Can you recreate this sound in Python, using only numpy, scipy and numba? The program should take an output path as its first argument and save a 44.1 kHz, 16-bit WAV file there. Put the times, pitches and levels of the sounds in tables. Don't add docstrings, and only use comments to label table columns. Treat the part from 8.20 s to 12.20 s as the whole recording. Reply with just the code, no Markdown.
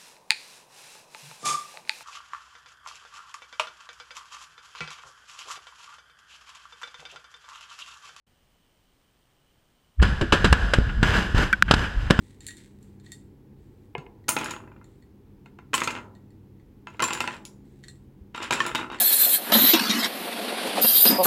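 import sys
import numpy as np
from scipy import signal
from scipy.fft import rfft, irfft
from scipy.io import wavfile
from scipy.ndimage import uniform_filter1d
from numba import njit

SR = 44100
rng = np.random.default_rng(int(sys.argv[2]) if len(sys.argv) > 2 else 0)


def log_audio(samples):
    frames = np.atleast_2d(samples).T
    limited = np.clip(frames, -1, 1)
    pcm = np.round(limited * 32767).astype(np.int16)
    wavfile.write(sys.argv[1], SR, pcm)


N = 176400
T = np.arange(N) / SR
AIR_DB = -4
KNOCK_RISE_S, TOP_HZ = 0.002, 15300


def undb(db):
    return 10 ** (np.asarray(db) / 20)


def unit(x):
    return x / np.sqrt(np.mean(x ** 2))


def colour(x, spectrum):
    hz, db = np.array(spectrum).T
    f = np.maximum(np.arange(N // 2 + 1) * SR / N, 1)
    rolloff = np.minimum(hz[-1] / f, 1) ** 2 * np.minimum(f / hz[0], 1)
    gain = undb(np.interp(np.log(f), np.log(hz), db))
    return unit(irfft(rfft(x) * rolloff * gain, N))


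def noise(spectrum):
    return colour(rng.standard_normal(N), spectrum)


def steady(x, span_s):
    return x / np.sqrt(uniform_filter1d(x ** 2, max(int(span_s * SR), 2)) + 1e-9)


def burst(start_s, rise_s, fall_s):
    age = np.maximum(T - start_s, 0)
    return (1 - np.exp(-age / rise_s)) * np.exp(-np.minimum(age / fall_s, 50))


# freq_hz, level_db
ROOM_TONE = [(20, 0), (60, -3), (150, -6), (400, -13), (1000, -17), (2300, -22), (3800, -24.5), (8000, -30),
             (12000, -33.5), (16000, -33)]
# pitch_hz, level_db, pulse_depth (0-1)
WHINE_TONES = [(8420, -85.5, .95), (14745, -86, .55)]

def air_and_electronics(pulse_hz=62.5, buzz_hz=3030, buzz_width_hz=170, start_s=0.065):
    pulse = .5 + .5 * np.cos(2 * np.pi * pulse_hz * T)
    whine = 0
    for hz, db, depth in WHINE_TONES:
        flutter = unit(1 - depth + depth * pulse ** 2)
        whine += undb(db) * np.sqrt(2) * flutter * np.sin(2 * np.pi * hz * T)
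    resonance = signal.iirpeak(buzz_hz, buzz_hz / buzz_width_hz, fs=SR)
    band = signal.lfilter(*resonance, rng.standard_normal(N))
    buzz = undb(-77) * unit(band * (2 * pulse - 1) ** 2)
    fade_in = np.clip((T - start_s) / .005, 0, 1)
    return (undb(-66) * noise(ROOM_TONE) + whine + buzz) * fade_in


# time_s, level_db
RUMBLE_LEVELS = [(1.45, -89), (1.76, -71), (1.83, -16.5), (1.92, -22), (2.0, -33.5), (2.19, -28),
                 (2.27, -19.5), (2.52, -30.5), (2.63, -21.5), (2.74, -29), (2.87, -21), (3.09, -31.5),
                 (3.2, -19), (3.36, -40.5), (3.45, -30), (3.55, -20.5), (3.71, -36.5), (3.88, -25),
                 (4.0, -32)]
# freq_hz, level_db
RUMBLE_SPECTRUM = [(12, -22), (28, -0.5), (55, 4), (85, 0), (130, -8.5), (200, -15.5), (330, -24),
                   (700, -63)]
# peak_s, level_db, pitch_hz, swell_s, fall_s
ROCK_SHOCKS = [(1.811, -4.5, 62, 0.012, 0.017), (2.329, -5.5, 60.5, 0.0098, 0.02),
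               (2.436, -15, 47.7, 0.011, 0.034), (2.593, -30, 62, 0.014, 0.051),
               (2.779, -14, 46.6, 0.0055, .04), (2.954, -16, 57.6, 0.017, 0.02),
               (3.18, -14.5, 34.7, 0.019, 0.017), (3.778, -13, 43.3, 0.0068, 0.031)]

def heaving_rock():
    rumble_db = np.interp(T, *np.array(RUMBLE_LEVELS).T)
    sound = undb(rumble_db) * steady(noise(RUMBLE_SPECTRUM), span_s=0.05)
    for peak_s, db, hz, swell_s, fall_s in ROCK_SHOCKS:
        age = T - peak_s
        decay = np.where(age < 0, (age / swell_s) ** 2 / 2, age / fall_s)
        sound -= undb(db) * np.cos(2 * np.pi * hz * age) * np.exp(-np.minimum(decay, 50))
    return sound


# start_s, clatter_db, clatter_fall_s, ring_db, ring_hz
CLATTERS_AND_RINGS = [ (1.7965, -34, .007, -50, 150), (1.911, -30, 0.0071, -21.5, 138),
                      (2.022, -32, 0.0076, -18.5, 334), (2.253, -21.5, 0.0087, -16.5, 183),
                      (2.692, -31, 0.0089, -29, 191), (2.786, -45, 0.0076, -23, 196),
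                      (2.939, -29, .012, -19, 143), (3.480, -31, .022, -24, 190),
                      (3.638, -29.5, 0.018, -35, 206), (3.870, -41, 0.0093, -29, 170)]
# freq_hz, level_db
CLATTER_SPECTRUM = [(300, -7), (700, -3), (1300, 0), (2300, -4), (3500, -16), (5000, -30), (8000, -48)]

def clatters_and_rings(ring_fall_s=0.018):
    clatter, sound = noise(CLATTER_SPECTRUM), np.zeros(N)
    for start_s, clatter_db, fall_s, ring_db, hz in CLATTERS_AND_RINGS:
        ring = np.sin(2 * np.pi * hz * (T - start_s))
        sound += undb(clatter_db) * clatter * burst(start_s, KNOCK_RISE_S, fall_s)
        sound += undb(ring_db) * ring * burst(start_s, KNOCK_RISE_S, ring_fall_s)
    return sound


# freq_hz, level_db
CRACK_SPECTRUM = [(120, -60.5), (350, -1), (1000, 2.5), (2200, -8), (4000, -7), (6500, -22.5),
                  (9000, -27.5), (12500, -42), (15500, -40)]
BOOM_SPECTRUM = [(40, 8), (110, -1), (190, 7.5), (350, -0.5), (600, -4.5), (1500, -57)]
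EARLY_SPECTRUM = [(200, -13), (500, 3), (1100, 10), (2200, 1.5), (3500, -4), (7000, -19.5), (10000, -32.5),
                  (15000, -31)]
TAIL_SPECTRUM = [(60, 4), (140, 4), (195, 9.5), (270, 0.5), (550, 2), (1000, -1.5), (1600, -1),
                 (2200, -10.5), (4000, -13.5), (6500, -27), (9000, -36.5), (12500, -40.5), (15000, -45)]
# start_s, front_db, front_ms, crack_db, crack_fall_s, boom_db, tail_db
ROUND = [ (1.817, -15, 2.9, -31, 0.049, -22, -45), (1.8262, -2, 2.2, -12.5, 0.0044, -17, -29),
         (2.0117, -11.5, 0.61, -24.5, 0.0085, -14.5, -40), (2.1224, -15.5, 1.6, -15, 0.014, -10, -25),
         (2.2436, -7.5, 2.9, -16.5, 0.013, -14.5, -31.5), (2.3270, 0, 2.3, 0.5, 0.0033, -16, -26.5),
         (2.5360, -7, 0.47, -10.5, 0.0049, -28, -33.5), (2.5854, -1.5, 4.6, -24.5, 0.002, -19.5, -54),
         (2.829, -2.5, 1.74, -11.5, 0.0031, -25, -30), (3.1462, -7.5, 2.8, -37.5, .008, -26.5, -39),
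         (3.5108, 1.5, 1.45, -4, 0.0047, -21, -29.5), (3.5376, -3.5, 1.3, -12.5, 0.0057, -44, -52),
         (3.9022, -19.5, 0.66, -12, 0.0012, -11.5, -51), (3.9071, 5, 1.76, -2, 0.0035, -16, -29),
         (3.9905, -3.5, 3.5, -11.5, 0.0017, -10.5, -35)]

def charges(suction_damping=2.3, base_edge_hz=3800, early_over_tail_db=10.5):
    fronts, crack_power, boom_power, tail_power, early_power = np.zeros((5, N))
    for start_s, front_db, front_ms, crack_db, crack_fall_s, boom_db, tail_db in ROUND:
        progress = np.clip((T - start_s) / (4 * front_ms / 1000), 0, 1)
        wave = np.sin(2 * np.pi * np.sqrt(progress)) * np.exp(-suction_damping * progress)
        edge_hz = min(base_edge_hz * undb(0.66 * (crack_db - front_db)), TOP_HZ)
        fronts -= undb(front_db) * signal.lfilter(*signal.butter(2, edge_hz, fs=SR), wave)
        crack_power += (undb(crack_db) * burst(start_s, rise_s=0.00093, fall_s=crack_fall_s)) ** 2
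        boom_power += (undb(boom_db) * burst(start_s, rise_s=0.0025, fall_s=0.02)) ** 2
        tail_power += (undb(tail_db) * burst(start_s, rise_s=0.0063, fall_s=0.21)) ** 2
        early_db = tail_db + early_over_tail_db
        early_power += (undb(early_db) * burst(start_s, rise_s=0.00093, fall_s=0.025)) ** 2
    tails = np.sqrt(tail_power) * noise(TAIL_SPECTRUM)
    early_echoes = np.sqrt(early_power) * noise(EARLY_SPECTRUM)
    cracks = np.sqrt(crack_power) * steady(noise(CRACK_SPECTRUM), span_s=0.0046)
    booms = np.sqrt(boom_power) * steady(noise(BOOM_SPECTRUM), span_s=0.0081)
    return fronts + cracks + booms + undb(AIR_DB) * (early_echoes + tails)


# peak_s, level_db, swell_s, fall_s
GAS_SWELLS = [(2.887, -24.5, 0.031, 0.089), (2.964, -23, 0.027, 0.083), (3.19, -22.5, 0.021, 0.065),
              (3.234, -25.5, 0.015, 0.019), (3.625, -30.5, 0.08, 0.064), (3.83, -40.5, 0.048, 0.24)]
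# freq_hz, level_db
SPRAY_SPECTRUM = [(80, 7), (200, -1.5), (550, -0.5), (1000, 3), (2200, -4.5), (4000, -12.5), (6500, -22),
                  (9000, -34), (12500, -32), (15000, -40)]

def gas_rushes(grains_per_s=700, grain_spread_db=3.5, bass_db=-3.5):
    power = np.zeros(N)
    for peak_s, db, swell_s, fall_s in GAS_SWELLS:
        age = T - peak_s
        decay = np.where(age < 0, (age / swell_s) ** 2, 2 * age / fall_s)
        power += undb(db) ** 2 * np.exp(-np.minimum(decay, 50))
    grains = (rng.random(N) < grains_per_s / SR) * rng.standard_normal(N)
    grains *= undb(grain_spread_db * np.minimum(rng.exponential(size=N), 4))
    hiss = noise(SPRAY_SPECTRUM) + undb(-9) * colour(grains, CRACK_SPECTRUM)
    return np.sqrt(power) * (undb(AIR_DB) * hiss + undb(bass_db) * noise(BOOM_SPECTRUM))


# start_s, ring_db, contact_s, t60_share, tick_db, jolt_db
FRAGMENT_HITS = [(3.3284, -3, 0.00058, 0.5, -18, -23.5), (3.3314, -3.5, 0.0012, 0.9, -36, -50),
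                 (3.4240, 7.5, 0.00026, 0.2, -13.5, -21)]
# pitch_hz, level_db, t60_s
HOUSING_MODES = [(1260, -31, 0.019), (1528, 2.5, 0.04), (1885, -7.5, 0.025), (2275, -9, 0.03),
                 (3250, -21, 0.027), (4500, -29, .03), (5950, -34, 0.013)]
# freq_hz, level_db
TICK_SPECTRUM = [(500, -15), (1500, -12), (3500, 7), (7000, -4), (10000, -8.5), (15000, -23)]

def fragments(jolt_hz=200, low_cut_hz=1190):
    strikes, jolts, tick = np.zeros(N), np.zeros(N), noise(TICK_SPECTRUM)
    for start_s, ring_db, contact_s, t60_share, tick_db, jolt_db in FRAGMENT_HITS:
        age = np.maximum(T - start_s, 0)
        for hz, mode_db, t60_s in HOUSING_MODES:
            envelope = burst(start_s, contact_s, fall_s=t60_s * t60_share / np.log(1000))
            strikes += undb(ring_db + mode_db) * np.sin(2 * np.pi * hz * age) * envelope
        strikes += undb(tick_db) * tick * burst(start_s, contact_s, fall_s=0.0015)
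        sway = np.sin(2 * np.pi * jolt_hz * age)
        jolts += undb(jolt_db) * sway * burst(start_s, KNOCK_RISE_S, fall_s=0.015)
    low_cut = signal.butter(4, low_cut_hz, "high", fs=SR, output="sos")
    return signal.sosfilt(low_cut, strikes) + jolts


# centre_hz, width_hz, gain_db
HOUSING_BANDS = [(660, 210, -2.5), (1453, 197, 8), (1686, 243, 10.5), (2950, 770, 9), (4500, 510, -0.5),
                 (4913, 190, 9.5), (5245, 160, 6), (6200, 300, 6.5), (7500, 1070, 9.5), (8220, 470, 5.5),
                 (10230, 1700, 7.5)]

def housing(x):
    for hz, width_hz, db in HOUSING_BANDS:
        angle = 2 * np.pi * hz / SR
        alpha, gain = np.sin(angle) * width_hz / hz / 2, undb(db / 2)
        feedforward = [1 + alpha * gain, -2 * np.cos(angle), 1 - alpha * gain]
        feedback = [1 + alpha / gain, -2 * np.cos(angle), 1 - alpha / gain]
        x = signal.lfilter(feedforward, feedback, x)
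    return x


def scene():
    through_case = housing(charges() + gas_rushes() + clatters_and_rings())
    return (through_case + heaving_rock() + fragments() + air_and_electronics())[None]


@njit
def follow(x, attack_s, release_s):
    attack, release = 1 / (1 + attack_s * SR), 1 / (1 + release_s * SR)
    levels, level = np.empty(len(x)), 0.
    for i in range(len(x)):
        level += (x[i] - level) * (attack if x[i] > level else release)
        levels[i] = level
    return levels


def record(dry):
    threshold = undb(-7.5)
    level = follow(np.abs(dry[0]), attack_s=0.0019, release_s=0.096)
    limited = dry / np.maximum(level / threshold, 1)
    high_cut = signal.ellip(8, .2, 70, TOP_HZ, fs=SR, output="sos")
    return signal.sosfilt(high_cut, np.clip(limited, -1, 1))


dry = scene()
out = record(dry)
log_audio(out)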